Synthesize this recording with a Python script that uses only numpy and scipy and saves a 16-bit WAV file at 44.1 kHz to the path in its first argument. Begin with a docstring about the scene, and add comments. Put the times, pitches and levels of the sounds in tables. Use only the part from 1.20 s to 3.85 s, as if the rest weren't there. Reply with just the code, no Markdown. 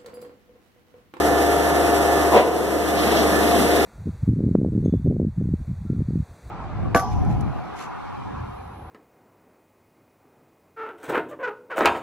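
"""A steady chord of hums over a rattling roar: a shaft shakes a crusher's steel frame, and the mains hums along.
Hard knocks of the jaws ring the steel walls, then a load thumps in as noise bursts and tumbles on.
The jaws crunch it with cracks and low grinding noise, while the load unsettles the hums and damps many.
Lumps snap and the load slumps, as short noise bursts in a small hard room.
The microphone's gain control ducks on loud sound and slowly recovers."""
import sys
import numpy as np
from scipy import signal
from scipy.fft import rfft, irfft, next_fast_len
from scipy.io import wavfile
from scipy.ndimage import map_coordinates

SR = 44100
rng = np.random.default_rng(int(sys.argv[2]) if len(sys.argv) > 2 else 0)


def digitize_waveform(pressure):
    """Quantize a signal to 16-bit integers and store it at the path in sys.argv[1].

    Rows of a 2-D input are taken as channels; values are limited to [-1, 1].
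    """
    field = np.atleast_2d(pressure).T
    bounded = np.clip(field, -1, 1)
    quanta = np.round(bounded * 32767).astype(np.int16)
    wavfile.write(sys.argv[1], SR, quanta)


N = 116865  # length in samples
SHAFT_HZ = 24.9
SIDES = np.array([[1], [-1]]) / 2  # shares a left-right difference between left and right


def amp(db):
    """Turn decibels into a plain multiplier."""
    return 10 ** (np.asarray(db) / 20)


def unit(x):
    """Scale a sound to an rms (average strength) of 1."""
    return x / np.sqrt(np.mean(x ** 2) + 1e-20)


def clock():
    """The time of every sample, in seconds."""
    return np.arange(N) / SR


def along(points, hz):
    """Read a curve of (pitch_hz, value) points, joined by lines on a log pitch axis."""
    pitch_hz, value = np.transpose(points)
    return np.interp(np.log(hz + 1), np.log(pitch_hz + 1), value)


def wobble(rate):
    """A smooth random curve through `rate` random points a second."""
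    points = rng.standard_normal(int(N * rate / SR) + 4)
    return map_coordinates(points, [clock() * rate])


def spectral(x, change):
    """Reshape a sound by pitch: apply change(spectrum, hz), with padding against wrap-around."""
    size = next_fast_len(N + SR // 2)
    hz = np.fft.rfftfreq(size, 1 / SR)
    return irfft(change(rfft(x, size), hz), size)[..., :N]


def coloured(x, spectrum):
    """Give a sound the tone curve of a table, at an rms of 1."""
    return unit(spectral(x, lambda z, hz: z * amp(along(spectrum, hz))))


def noise():
    """Two unrelated channels of white noise."""
    return rng.standard_normal((2, N))


def per_turn(turns, swing_db):
    """A gain that swells once per turn of the shaft; swing_db is the rms swing."""
    return amp(swing_db * np.sqrt(2) * np.cos(2 * np.pi * (turns - 1 / 4)))


def burst(peak_s, spectrum, db, rise, decay):
    """A swell of noise that peaks at peak_s and dies away; rise and decay are in dB per second."""
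    t = clock() - peak_s
    envelope = amp(db + np.minimum(rise * t, -decay * t))
    return envelope * coloured(noise(), spectrum)


PORT_COMB_HZ = 2350  # the phase between the ports goes once round in this many Hz
# How alike left and right are: pitch_hz, likeness (0 to 1)
LIKENESS = [(70, .9), (150, .5), (230, .5), (330, .72), (450, .7), (650, .92), (1100, .96), (1700, .93),
            (2350, 1), (3500, .99), (4700, 1), (5900, .86), (7000, .7), (8300, .45), (14000, .45)]
# How much of the treble arrives from the right: pitch_hz, share (0 to 1)
FROM_THE_RIGHT = [(3500, 0.077), (6000, 0.051), (10000, .9)]


def likeness(hz):
    """How the right port follows the left; their spacing swings the treble in and out of phase."""
    lag = 2 * np.pi * hz / PORT_COMB_HZ
    from_right = np.clip(along(FROM_THE_RIGHT, hz), 0, 1)
    treble_swing = -np.cos(lag) + 1j * from_right * np.sin(lag)
    swing = np.where(lag < np.pi, 1, treble_swing)
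    return np.clip(along(LIKENESS, hz), 0, 1) * swing


# Loudness of left over right: pitch_hz, difference_db
LEFT_OVER_RIGHT = [(60, -2), (440, 1), (900, 0), (2350, 0), (3200, -1.5), (4700, 0), (5600, -1),
                   (8600, -3.7), (14000, -5)]


def ports(pair):
    """Blend two unrelated signals into the partly alike sound of the room at the left and right ports."""
    def mix(z, hz):
        shared = likeness(hz)
        own = np.sqrt(np.clip(1 - abs(shared) ** 2, 0, 1))
        right = shared * z[0] + own * z[1]
        return np.array([z[0], right]) * amp(along(LEFT_OVER_RIGHT, hz) * SIDES)
    return spectral(pair, mix)


HUM_DB = -2.5  # added to every hum
LOAD_S, LOAD_RAMP_S = 1.04, 0.1  # when the load starts to act on the hums, and how long that takes
HUM_DRIFT_RAD, LOADED_DRIFT_RAD = .08, 0.46  # phase drift, and how much the load adds
HUM_WAVER_DB, LOADED_WAVER_DB = 1.26, 1.75  # level waver, and how much the load adds
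RING_ORDER, RING_LAG_TURNS = 28, .25  # multiple at the frame's main ring; its delay in each turn
RING_SCATTER_RAD = .4  # phase scatter per step away from the main ring
# Pitches of the frame's hums and the mains hum, as multiples of the shaft rate
HUM_MULTIPLES = [2, 3, 4, 12, 13, 14, 15, 16, 19, 22, 27, 28, 29, 32, 35, 37, 44, 49, 52, 55, 70, 73, 140]
# One hum per multiple: level_db (before HUM_DB), left_over_right_db, change_under_load_db
HUM_LEVELS = [(-51, 7, 0), (-31, 1, 0), (-50, 12, 1.5), (-27, -0.5, 0.5), (-35, 8.5, 5.5), (-31, -1, -3),
              (-69, 5, -13), (-33.5, 17.5, -1), (-47.5, 11, 1.5), (-37.5, -9, 5), (-34, 4, 2), (-23, 1, -4),
              (-28.5, -1, -7), (-29, 2, -5), (-43.5, -15, -0.5), (-37.5, -3, -11), (-42, -2, -12),
              (-36, 0, -2), (-43, -1, -10), (-43, -15, -23), (-37.5, -17.5, -4), (-44.5, 10, -24),
              (-47, 3, 0.5)]


def hums(turns):
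    """The shaken frame sings and the mains hums; hums near the frame's main ring throb with each turn."""
    loaded = np.clip((clock() - LOAD_S) / LOAD_RAMP_S, 0, 1)
    out = np.zeros((2, N))
    for multiple, (db, pan_db, load_db) in zip(HUM_MULTIPLES, HUM_LEVELS):
        looseness = min(multiple / 20, 1)  # low hums drift and waver less
        drift = looseness * (HUM_DRIFT_RAD + LOADED_DRIFT_RAD * loaded) * wobble(18)
        scatter = RING_SCATTER_RAD * (multiple - RING_ORDER) * rng.standard_normal()
        phase = 2 * np.pi * multiple * (turns - RING_LAG_TURNS) + scatter + drift
        # Phase difference between the two ports
        lead = np.arccos(likeness(multiple * SHAFT_HZ).real)
        waver_db = looseness * (HUM_WAVER_DB + LOADED_WAVER_DB * loaded) * wobble(20)
        level_db = HUM_DB + db + load_db * loaded + waver_db
        out += np.sqrt(2) * amp(level_db + pan_db * SIDES) * np.sin(phase - lead * SIDES)
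    return out


ROAR_DB, PULSE_DB = -20, 0.25  # level; rms swing per turn
REPEAT_DB = -6  # gain of the part that repeats, before it is filtered
REPEAT_LOW_HZ, REPEAT_HIGH_HZ = 400, 2200  # the repeating part lies mostly between these
SWAY_DB, HISS_SWAY_DB = 0.34, 1  # random sway of the low part and of the hiss
# Tone of the empty machine's roar: pitch_hz, relative_level_db (per Hz)
ROAR_TONE = [(25, -31), (55, -30.5), (110, -17.5), (160, -7), (230, -6), (330, -1), (450, 2.5), (580, -1),
             (700, 0), (900, -9.5), (1250, -8.5), (1600, -12.5), (1850, -11), (2500, -15.5), (3000, -18.5),
             (3500, -20.5), (3900, -22.5), (4600, -21.5), (6500, -23.5), (9000, -26), (11500, -23),
             (14000, -30)]


def roar(turns):
    """Steel parts rattle on every turn, partly alike from turn to turn; the hiss above sways on its own."""
    def keep_middle(z, hz):
        less_high = z / (1 + (hz / REPEAT_HIGH_HZ) ** 4)
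        return less_high / (1 + (REPEAT_LOW_HZ / (hz + 1)) ** 8)

    turn_size = round(SR / SHAFT_HZ)
    one_turn = rng.standard_normal((2, turn_size))
    repeating = spectral(one_turn[:, np.arange(N) % turn_size], keep_middle)
    rattle = noise() + amp(REPEAT_DB) * repeating
    low = spectral(rattle, lambda z, hz: z / (1 + (hz / 1500) ** 2))
    hiss = rattle - low
    swaying_low = low * per_turn(turns, PULSE_DB) * amp(SWAY_DB * wobble(9.53))
    swaying_hiss = hiss * amp(HISS_SWAY_DB * wobble(48.65))
    return amp(ROAR_DB) * coloured(swaying_low + swaying_hiss, ROAR_TONE)


STRIKE_S = 0.0019  # how softly each knock begins
# Hard knocks of the jaws: start_s, level_db
JAW_KNOCKS = [(.2, -7), (.608, -7), (.682, -7), (.728, -7), (.85, -9), (.892, -8), (.971, -6), (1.124, -6),
              (1.137, -9), (1.158, -6), (1.183, 1), (1.196, 2), (1.224, 0), (1.263, -1), (1.287, 0),
              (1.406, -1)]
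# Ringing of the steel walls: pitch_hz, level_db (added to the knock's), time_to_fall_60_db_s
WALL_RINGS = [(402, -15, 0.05), (482, -10, 0.075), (724, -9.5, 0.046), (1017, -19, 0.032),
              (1460, -18.5, 0.027), (3620, -31, .012)]


def jaw_knocks():
    """Hard knocks of the jaws ring the steel walls, which are too small to radiate bass."""
    out = np.zeros(N)
    for start_s, knock_db in JAW_KNOCKS:
        t = np.maximum(clock() - start_s, 0)
        for hz, ring_db, t60 in WALL_RINGS:
            tone = np.sin(2 * np.pi * (hz * t + rng.random()))
            ring = tone * (1 - np.exp(-t / STRIKE_S))
            scatter_db = rng.normal(0, 1.3)
            out += amp(knock_db + ring_db + scatter_db - 60 * t / t60) * ring
    no_bass = signal.butter(4, 220, "high", fs=SR, output="sos")
    return signal.sosfilt(no_bass, out)


FALL_START_S, FALL_ONSET_S = 1.112, 0.018  # silent before the start, then fades in
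FALL_S = 1.178  # peak of all four bursts


def pour(spectrum, db, rise, decay):
    """Many pieces land almost together, blurring into one burst of noise."""
    landed = np.clip((clock() - FALL_START_S) / FALL_ONSET_S, 0, 1)
    return landed * burst(FALL_S, spectrum, db, rise, decay)


BOOM_DB, BOOM_RISE_DB_PER_S, BOOM_DECAY_DB_PER_S = -10.5, 167, 59
CLATTER_DB, CLATTER_RISE_DB_PER_S, CLATTER_DECAY_DB_PER_S = -15, 63, 82
SPRAY_DB, SPRAY_RISE_DB_PER_S, SPRAY_DECAY_DB_PER_S = -19, 403, 128
TUMBLE_DB, TUMBLE_RISE_DB_PER_S, TUMBLE_DECAY_DB_PER_S = -15, 198, 24
# Tones of the hopper's boom, the clatter of pieces, the spray of grit and the tumbling down the throat.
# Each one: pitch_hz, relative_level_db (per Hz)
BOOM_TONE = [(70, -50), (130, -28), (190, -4), (270, -3), (350, -7), (480, 4), (620, 0.5), (730, 9),
             (850, -34), (1300, -23), (3000, -57)]
CLATTER_TONE = [(400, -40), (700, -0.5), (950, 11), (1200, -1), (1800, -23), (3000, -45)]
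SPRAY_TONE = [(700, -22), (1500, 10), (2500, 12), (3500, 3), (5000, -5), (8000, -18), (14000, -33)]
TUMBLE_TONE = [(120, -37), (260, -22), (330, 2), (440, 12), (560, -3), (800, -19), (1050, -9.5),
               (2000, -42)]


def fall():
    """The load drops into the hopper and tumbles on towards the jaws: four bursts with their own decays."""
    boom = pour(BOOM_TONE, BOOM_DB, BOOM_RISE_DB_PER_S, BOOM_DECAY_DB_PER_S)
    clatter = pour(CLATTER_TONE, CLATTER_DB, CLATTER_RISE_DB_PER_S, CLATTER_DECAY_DB_PER_S)
    spray = pour(SPRAY_TONE, SPRAY_DB, SPRAY_RISE_DB_PER_S, SPRAY_DECAY_DB_PER_S)
    tumble = pour(TUMBLE_TONE, TUMBLE_DB, TUMBLE_RISE_DB_PER_S, TUMBLE_DECAY_DB_PER_S)
    return boom + clatter + spray + tumble


CRACKS_PER_S, CRACK_DB = 300, -6  # average rate per channel; cracks relative to the noise under them
BITE_DB, GRIT_SWAY_DB = -1, 1  # rms swing per turn (minus: dips where the roar swells); random sway
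# How the crushing grows and varies: time_s, grinding_level_db, grit_level_db
CRUSHING_LEVELS = [(1.2, -47, -56), (1.4, -30.5, -46), (1.72, -28.5, -38), (1.8, -23, -28),
                   (1.93, -23.5, -26), (2.08, -25.5, -36), (2.3, -27.5, -31), (2.41, -28, -30.5),
                   (2.5, -37, -32), (2.62, -26.5, -29)]
# Tone of the jaws' low grinding: pitch_hz, relative_level_db (per Hz)
GRIND_TONE = [(60, -24), (130, -11.5), (210, 7.5), (330, -15), (430, -5), (550, 1.5), (800, -7.5),
              (1300, -7.5), (2500, -26.5)]
# Tone of their cracking grit: pitch_hz, relative_level_db (per Hz)
GRIT_TONE = [(400, -20), (1200, -8), (2000, 3.5), (3200, -2), (5000, -5), (8500, -24), (11500, -10),
             (14000, -24)]


def crunch(turns):
    """The jaws bite once a turn: small random cracks in a gritty noise, over a low grinding."""
    time_s, grind_db, grit_db = np.transpose(CRUSHING_LEVELS)
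    grind_level_db = np.interp(clock(), time_s, grind_db)
    grit_level_db = np.interp(clock(), time_s, grit_db) + GRIT_SWAY_DB * wobble(22.4)
    bite = per_turn(turns, BITE_DB)
    cracks = (rng.random((2, N)) < CRACKS_PER_S / SR) * noise()
    gritty = noise() + amp(CRACK_DB) * unit(cracks)
    grit = coloured(gritty * bite, GRIT_TONE)
    grind = coloured(noise() * bite, GRIND_TONE)
    return amp(grind_level_db) * grind + amp(grit_level_db) * grit


SNAP_RISE_DB_PER_S, SNAP_DECAY_DB_PER_S = 1200, 197
SLUMP_S, SLUMP_DB, SLUMP_RISE_DB_PER_S, SLUMP_DECAY_DB_PER_S = 2.415, -23, 72, 134
# Lumps snapping in the jaws: peak_s, level_db
LUMP_SNAPS = [(1.775, -30), (1.972, -25)]
# Tone of a snap: pitch_hz, relative_level_db (per Hz)
SNAP_TONE = [(1200, -29), (2800, 2), (4200, 2), (6000, -3), (8000, -22), (14000, -30)]
# Tone of the slump, a dull thud with a hiss of dust: pitch_hz, relative_level_db (per Hz)
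SLUMP_TONE = [(100, -28), (170, -4.5), (225, 9), (340, -5.5), (600, -24), (5000, -25), (8000, -23),
              (11500, -23), (14000, -26)]


def breaking():
    """Lumps snap between the jaws as sharp bursts, then the load slumps with a softer one."""
    snaps = np.zeros((2, N))
    for peak_s, db in LUMP_SNAPS:
        snaps += burst(peak_s, SNAP_TONE, db, SNAP_RISE_DB_PER_S, SNAP_DECAY_DB_PER_S)
    slump = burst(SLUMP_S, SLUMP_TONE, SLUMP_DB, SLUMP_RISE_DB_PER_S, SLUMP_DECAY_DB_PER_S)
    return snaps + slump


SPEED_WAVER = 0.00068  # random waver of the shaft speed, as a fraction


def scene():
    """Turn the shaft, and add up the hums, the machine's noises and the falling load."""
    shaft_hz = SHAFT_HZ * (1 + SPEED_WAVER * wobble(3.92))
    turns = np.cumsum(shaft_hz) / SR
    noises = roar(turns) + fall() + crunch(turns) + breaking()
    return ports(noises) + hums(turns) + jaw_knocks()


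def trailing(x, seconds):
    """The mean over the last moments."""
    size = max(int(seconds * SR), 1)
    return signal.fftconvolve(x, np.ones(size) / size)[:N]


THRESHOLD_DB, DUCK_SHARE = -14, 1.158  # ducking starts here; dB of ducking per dB above it
RECOVER_DB_PER_S, SENSE_S, DUCK_S = 9, 0.033, 0.053  # recovery; averaging of the level and of the ducking
CEILING, TOP_HZ = .85, 14330  # peaks round off towards the ceiling; nothing passes above TOP_HZ


def record(dry):
    """Gain control ducks quickly and creeps back, peaks are rounded off, and the top treble is cut."""
    power = abs(trailing(np.mean(dry ** 2, axis=0), SENSE_S))
    level_db = 10 * np.log10(power + 1e-12)
    wanted_duck_db = DUCK_SHARE * np.maximum(level_db - THRESHOLD_DB, 0)
    # A running maximum on a rising slope: jumps up at once, falls back at the recovery rate
    creep_db = RECOVER_DB_PER_S * clock()
    duck_db = np.maximum.accumulate(wanted_duck_db + creep_db) - creep_db
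    held = dry * amp(-trailing(duck_db, DUCK_S))
    rounded = held / (1 + (held / CEILING) ** 8) ** (1 / 8)
    return spectral(rounded, lambda z, hz: z * (hz < TOP_HZ))


dry = scene()
out = record(dry)
digitize_waveform(out)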